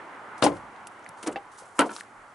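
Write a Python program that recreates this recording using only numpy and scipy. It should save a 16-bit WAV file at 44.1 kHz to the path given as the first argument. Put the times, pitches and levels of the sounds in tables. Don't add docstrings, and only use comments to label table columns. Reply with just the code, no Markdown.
import sys
import numpy as np
from scipy import signal
from scipy.io import wavfile

SR = 44100
rng = np.random.default_rng(int(sys.argv[2]) if len(sys.argv) > 2 else 0)


def nominal_scale(level):
    x = np.asarray(level, float) / 20
    return 10 ** x


def dump_mix(stems):
    frames = np.atleast_2d(stems).T
    limited = np.clip(frames, -1, 1)
    pcm = np.round(limited * 32767).astype(np.int16)
    wavfile.write(sys.argv[1], SR, pcm)


N = 103502

# (time [s], peak level [dB], knock frequency [Hz], knock T60 [s])
SLAM = [
    (.4233, -12.5, 1310, 0.014),
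    (.4246, -2, 660, 0.0032),
    (.4305, -10, 1420, 0.0077),
    (.4352, -10.5, 553, 0.05),
    (.4415, -8.5, 546, 0.028),
    (.4472, -7, 800, 0.0085),
    (.4636, -6.5, 831, 0.037),
    (.518, -21, 360, 0.015),
]
# (frequency [Hz], level [dB], T60 [s])
SLAM_MODES = [(124, -7.5, 0.16), (188, -17, 0.2), (291, -4, 0.2), (350, -8.5, 0.27), (800, -8, 0.17),
              (552, -9, 0.25), (723, -11, 0.14), (1046, -7, 0.13), (1275, -14, 0.13), (3110, -24, 0.054),
              (3560, -16, .07), (4550, -23, 0.052)]
# (frequency [Hz], density [dB per Hz])
SLAM_BODY = [(30, -35), (110, -19.5), (281, -8.5), (800, -7), (2040, -17), (3080, -14), (7000, -19.5),
             (9500, -60)]


def rear_door_slam():
    return struck_part(SLAM, SLAM_MODES, SLAM_BODY, 0)


# (time [s], peak level [dB], knock frequency [Hz], knock T60 [s])
PULL = [
    (1.2295, -33, 1250, 0.018),
    (1.2415, -41, 520, 0.023),
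    (1.263, -29.5, 900, 0.015),
    (1.2705, -23.5, 383, 0.031),
    (1.279, -19, 299, 0.034),
]
# (frequency [Hz], level [dB], T60 [s])
PULL_MODES = [(333, 2, 0.12), (613, -8, 0.15), (740, -29, 0.33), (1660, -22, .1)]
# (frequency [Hz], density [dB per Hz])
PULL_BODY = [(40, -28), (150, -24), (300, 1.5), (636, -5.5), (2000, -6.5), (7000, -17), (9500, -55)]


def handle_pull():
    return struck_part(PULL, PULL_MODES, PULL_BODY, 1)


# (time [s], peak level [dB], knock frequency [Hz], knock T60 [s])
FREE = [
    (1.3588, -30.5, 1884, 0.02),
    (1.3602, -32, 613, 0.017),
    (1.3642, -28.5, 455, 0.06),
    (1.374, -41.5, 800, 0.068),
]
# (frequency [Hz], level [dB], T60 [s])
FREE_MODES = [(470, -18, 0.055), (804, -3.5, 0.13), (1157, -6, 0.045), (1756, -5.5, 0.058),
              (2670, -15, .04), (3300, -29, .03), (4570, -29, .045)]
# (frequency [Hz], density [dB per Hz])
FREE_BODY = [(100, -40), (426, 3.5), (794, 1), (1300, -10.5), (2520, -0.5), (4500, -10.5), (7500, -65)]


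def latch_release():
    return struck_part(FREE, FREE_MODES, FREE_BODY, 2)


# (time [s], peak level [dB], knock frequency [Hz], knock T60 [s])
SNAP = [
    (1.785, -28.5, 900, 0.022),
    (1.7912, -9, 1505, 0.012),
    (1.7925, -15, 282.6, 0.16),
    (1.803, -16.5, 938, 0.1),
    (1.8165, -21.5, 464, 0.06),
    (1.893, -33.5, 1520, 0.027),
    (1.911, -35.5, 320, 0.03),
]
# (frequency [Hz], level [dB], T60 [s])
SNAP_MODES = [(223.5, -9.5, 0.18), (338, -13.5, 0.31), (530, -11, 0.061), (623, -8.5, 0.073),
              (897, -4.5, 0.051), (945, -4.5, 0.18), (1105, -22, 0.079), (1340, -5, 0.13), (1469, 1, 0.062),
              (1708, -6, 0.08), (2400, -10, 0.044), (3130, -13.5, 0.06)]
# (frequency [Hz], density [dB per Hz])
SNAP_BODY = [(40, -62), (134, -25.5), (268, -5), (900, 1.5), (1680, -4.5), (3500, -11), (7000, -33),
             (9500, -66)]


def handle_snap():
    return struck_part(SNAP, SNAP_MODES, SNAP_BODY, 3)


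# (mode level [dB], ring level [dB], ring T60 at 300 Hz [s],
# left-right difference [dB], channel correlation [0-1])
MIX = [
    (-14.5, -10, 0.31, 6, 0.88),
    (-11.5, -1.5, 0.24, 0, 0.98),
    (0, 3.5, 0.19, 1, 0.96),
    (-5, 0.5, 0.34, 0.6, 0.9),
]


def struck_part(blows, modes, body, which):
    modes_db, ring_db, ring_t60, pan_db, alike = MIX[which]
    s, db, knock_hz, knock_t60 = np.transpose(blows)
    start, size = int(s[0] * SR) - 8, SR * 3 // 4
    clicks = np.zeros((len(s), size))
    clicks[np.arange(len(s)), (s * SR).astype(int) - start] = nominal_scale(db)

    struck = 0
    for click, hz, t60 in zip(clicks, knock_hz, knock_t60):
        struck = struck - ring(click, hz, t60)
    coupling = rng.normal(0, 1, (len(s), len(modes)))
    for k, (hz, mode_db, t60) in enumerate(modes):
        struck = struck + ring(coupling[:, k] @ clicks, hz, t60) * nominal_scale(mode_db + modes_db)
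    struck = signal.lfilter(*signal.butter(1, 2500, fs=SR), struck)
    struck = low_cut(struck, 191)

    since = np.maximum((np.arange(size) + start) / SR - s[:, None], 0)

    def ring_gain(hz):
        t60 = ring_t60 * (300 / hz) ** 0.56
        decay = nominal_scale(db[:, None] - 60 * since / t60)
        build_up = 1 - np.exp(-since * hz)
        dullness = 1 + (hz / 4.5 / knock_hz[:, None]) ** 4
        return np.sqrt(((decay * build_up) ** 2 / dullness).sum(0))

    dense = bands(size, body, lambda hz: alike ** (1 + hz / 900), ring_gain)
    both = struck + nominal_scale(ring_db + db.max()) * dense / np.abs(dense).max()
    out = np.zeros((2, N + size))
    out[:, start:start + size] = lean(both, pan_db)
    return out[:, :N]


def door_swing():
    centre_s, length_s = 2.21, 0.058
    air = rng.standard_normal((2, N))
    air = air[0] + 0.4 * air
    air = rms_one(signal.sosfilt(signal.butter(2, [20, 91], "band", fs=SR, output="sos"), air))
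    return nominal_scale(-65.5) * air * np.exp(-((np.arange(N) / SR - centre_s) / length_s) ** 2)


# (time [s], peak level [dB], frequency [Hz], T60 [s], broad crack share [0-1])
TICKS = [(0.3783, -49, 5970, 0.027, .2), (0.422, -27, 3330, 0.016, 0.05), (0.426, -18, 4460, 0.012, 0),
         (.569, -42, 3900, 0.0053, 0.26), (.762, -48, 3500, .01, .1), (0.8698, -31.5, 10600, 0.036, 0.6),
         (0.8704, -34, 2550, 0.015, 0.44), (.9932, -52, 9000, .01, 0.1), (1.027, -53, 5500, .008, 0.2),
         (1.044, -46.5, 6500, .015, 0.35), (1.063, -30, 1990, 0.0059, 0.13), (1.062, -48, 9050, .005, .05),
         (1.068, -48, 4500, .005, 0.2), (1.088, -47, 4300, .012, .05), (1.0904, -31, 10300, 0.011, 0),
         (1.093, -48.5, 159, 0.038, 0), (1.2282, -39, 9050, 0.023, 0), (1.276, -19.5, 8700, 0.0099, 0.2),
         (1.326, -40, 8500, 0.042, .2), (1.322, -40, 2800, 0.043, 0.2), (1.62, -41.5, 570, 0.13, 0.1),
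         (1.7908, -11, 9500, 0.031, 0.12), (1.8083, -20, 9900, 0.009, .03), (1.8185, -26, 9500, .006, .01),
         (1.882, -45, 9300, .006, .02), (1.906, -35, 9000, 0.0072, .1), (1.906, -39.5, 3300, .006, .05),
         (1.9172, -31.5, 8700, 0.0066, .02), (1.917, -39, 7000, 0.0051, .02), (1.936, -35, 7000, .012, 0.2),
         (1.951, -41, 8500, .006, .2), (1.9642, -21.5, 5600, 0.0039, 0.64), (1.9636, -29, 1230, .004, 0.06),
         (1.968, -38, 6100, 0.006, .5), (1.978, -42, 10000, .005, 0.1), (1.984, -32, 1590, 0.0082, .05),
         (2.001, -38.5, 3750, 0.013, .03), (2.0087, -25.5, 1720, 0.0033, 0.2),
         (2.008, -33, 9800, 0.0094, .03)]


def ticks():
    size = 4096
    out, t = np.zeros((2, N + SR)), np.arange(size) / SR
    noise = rng.standard_normal((len(TICKS), 2, size))
    for (s, db, hz, t60, crack), (mid, side) in zip(TICKS, noise):
        burst = (mid + 0.2 * side * [[1], [-1]]) * nominal_scale(-60 * t / t60)
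        burst[:, 0] = 2.6
        burst = crack * burst + .3 * ring(burst, hz, 10 / hz)
        burst = low_cut(burst, .4 * hz)
        start = int(s * SR)
        out[:, start:start + size] += nominal_scale(db) * burst / np.abs(burst).max()
    return out[:, :N]


# (start [s], rise [s], fall T60 [s], RMS level [dB], lowest frequency [Hz])
RUBS = [(0.377, 0.0036, 0.12, -52, 4000), (0.42, 0.003, 0.11, -34, 2500), (0.431, 0.012, 0.11, -26.5, 2930),
        (.456, 0.0083, 0.28, -63, 3000), (.49, 0.078, 0.23, -60, 3000), (.9, 0.02, 0.31, -70, 7000),
        (1.17, .004, 0.69, -59, 3000), (1.226, 0.0032, 0.11, -43.5, 1500), (1.263, 0.011, 0.055, -36, 1500),
        (1.31, 0.0068, 0.06, -54, 7500), (1.509, 0.0091, 0.51, -58, 3350), (1.57, 0.023, 0.2, -51, 4200),
        (1.652, 0.004, 0.77, -65, 6500), (1.746, 0.062, 0.087, -48, 6660), (1.789, .002, 0.14, -38, 2000),
        (1.85, 0.017, 0.11, -48, 2000), (1.892, 0.063, 0.3, -46, 900), (1.947, 0.0027, 0.049, -56, 5000),
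        (1.975, 0.029, 0.04, -49.5, 1200)]


def rubs():
    grains_per_s, spread_db, clump_db = 21000, 6.5, 1
    t, out = np.arange(N) / SR, 0
    height = nominal_scale(spread_db * np.minimum(rng.exponential(1, (2, N)), 4))
    sign = rng.choice([-1, 1], (2, N))
    present = rng.random((2, N)) < grains_per_s / SR
    clumps = np.repeat(rng.standard_normal(N // 128 + 1), 128)[:N]
    grains = height * sign * present * nominal_scale(clump_db * clumps)
    grains = grains[0] + 0.32 * grains[1] * [[1], [-1]]
    grains = grains + 1.9 * 0.86 * ring(grains, 9500, 0.00043)
    for s, rise, t60, db, low_hz in RUBS:
        shape = np.clip((t - s) / rise, 0, 1) * nominal_scale(-60 * np.maximum(t - s - rise, 0) / t60)
        rub = signal.sosfilt(signal.butter(2, low_hz, "high", fs=SR, output="sos"), grains)
        out = out + nominal_scale(db) * shape * rms_one(rub)
    return out


# (time [s], level [dB])
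ROAD = [(0, -45.5), (.35, -46), (.8, -49), (1.05, -49.5), (1.5, -52), (2.35, -54)]
# (frequency [Hz], density [dB per Hz])
ROAD_COLOUR = [(25, -48), (110, -20), (250, -6), (500, -6.5), (1000, 2.5), (1630, -3.5), (4000, -36),
               (9000, -53)]
# (frequency [Hz], channel correlation [0-1])
ROAD_ALIKE = [(60, 1), (840, 0.91), (3150, 0.23), (9000, 0.27)]


def road():
    t = np.arange(N) / SR
    patchy_db, drifts_per_s = 1.64, 14

    def drift(hz):
        return nominal_scale(patchy_db * np.interp(t * drifts_per_s, np.arange(64), rng.standard_normal(64)))

    roar = rms_one(bands(N, ROAD_COLOUR, lambda hz: at_hz(ROAD_ALIKE, hz), drift))
    level = np.interp(t, *np.transpose(ROAD))
    return nominal_scale(level + 3.5) * pan(-1.5) * roar


def idling_engine():
    return nominal_scale(-70.5) * rms_one(ring(rng.standard_normal(N), 109, 0.22))


def ring(clicks, hz, t60):
    r, w = nominal_scale(-60 / (t60 * SR)), 2 * np.pi * hz / SR
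    return signal.lfilter([0, np.sin(w)], [1, -2 * r * np.cos(w), r * r], clicks + 1e-18)


def bands(size, colour, alike, gain):
    out, edges = 0, 24 * 2 ** np.arange(0, 9.1, .5)
    settle = 4000
    white = rng.standard_normal((2, 2, size + settle))
    for k, (low, high) in enumerate(zip(edges, edges[1:])):
        band = signal.butter(2, [low, high], "band", fs=SR, output="sos")
        mid, side = signal.sosfilt(band, white[k % 2])[:, settle:]
        hz = np.sqrt(low * high)
        c = np.clip(alike(hz), 0, 1)
        stereo = np.sqrt(1 + c) * mid + np.sqrt(1 - c) * side * [[1], [-1]]
        out = out + nominal_scale(at_hz(colour, hz)) * gain(hz) * stereo
    return out


def low_cut(x, hz):
    return signal.sosfilt(signal.butter(3, hz, "high", fs=SR, output="sos"), x)


def lean(both, pan_db):
    middle = signal.sosfilt(signal.butter(2, [330, 6500], "band", fs=SR, output="sos"), both)
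    return both + middle * (pan(pan_db) - 1)


def pan(db):
    return nominal_scale(np.array([[db / 2], [-db / 2]]))


def at_hz(points, hz):
    points = np.array(points)
    return np.interp(np.log(hz), np.log(points[:, 0]), points[:, 1])


def rms_one(x):
    return x / np.sqrt(np.mean(x ** 2) + 1e-20)


def scene():
    door = rear_door_slam() + handle_pull() + latch_release() + handle_snap()
    small = ticks() + rubs()
    at_rear = np.arange(N) / SR < 0.45
    small = np.where(at_rear, lean(small, 12), lean(small, 2.5))
    return door + door_swing() + small + road() + idling_engine()


def low_pass(x):
    return signal.sosfilt(signal.butter(12, 12380, fs=SR, output="sos"), x)


def record(dry):
    ceiling = 0.79
    hiss = rng.standard_normal((3, N))
    hiss = hiss[0] + 0.65 * hiss[1:]
    hiss = hiss + 2.01 * 0.63 * ring(hiss, 9500, 0.00039)
    mix = ceiling * np.tanh((dry + nominal_scale(-73.5) * hiss) / ceiling)
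    mix = signal.sosfilt(signal.cheby1(13, .5, 11050, fs=SR, output="sos"), mix)
    return low_pass(mix)


dry = scene()
out = record(dry)
dump_mix(out)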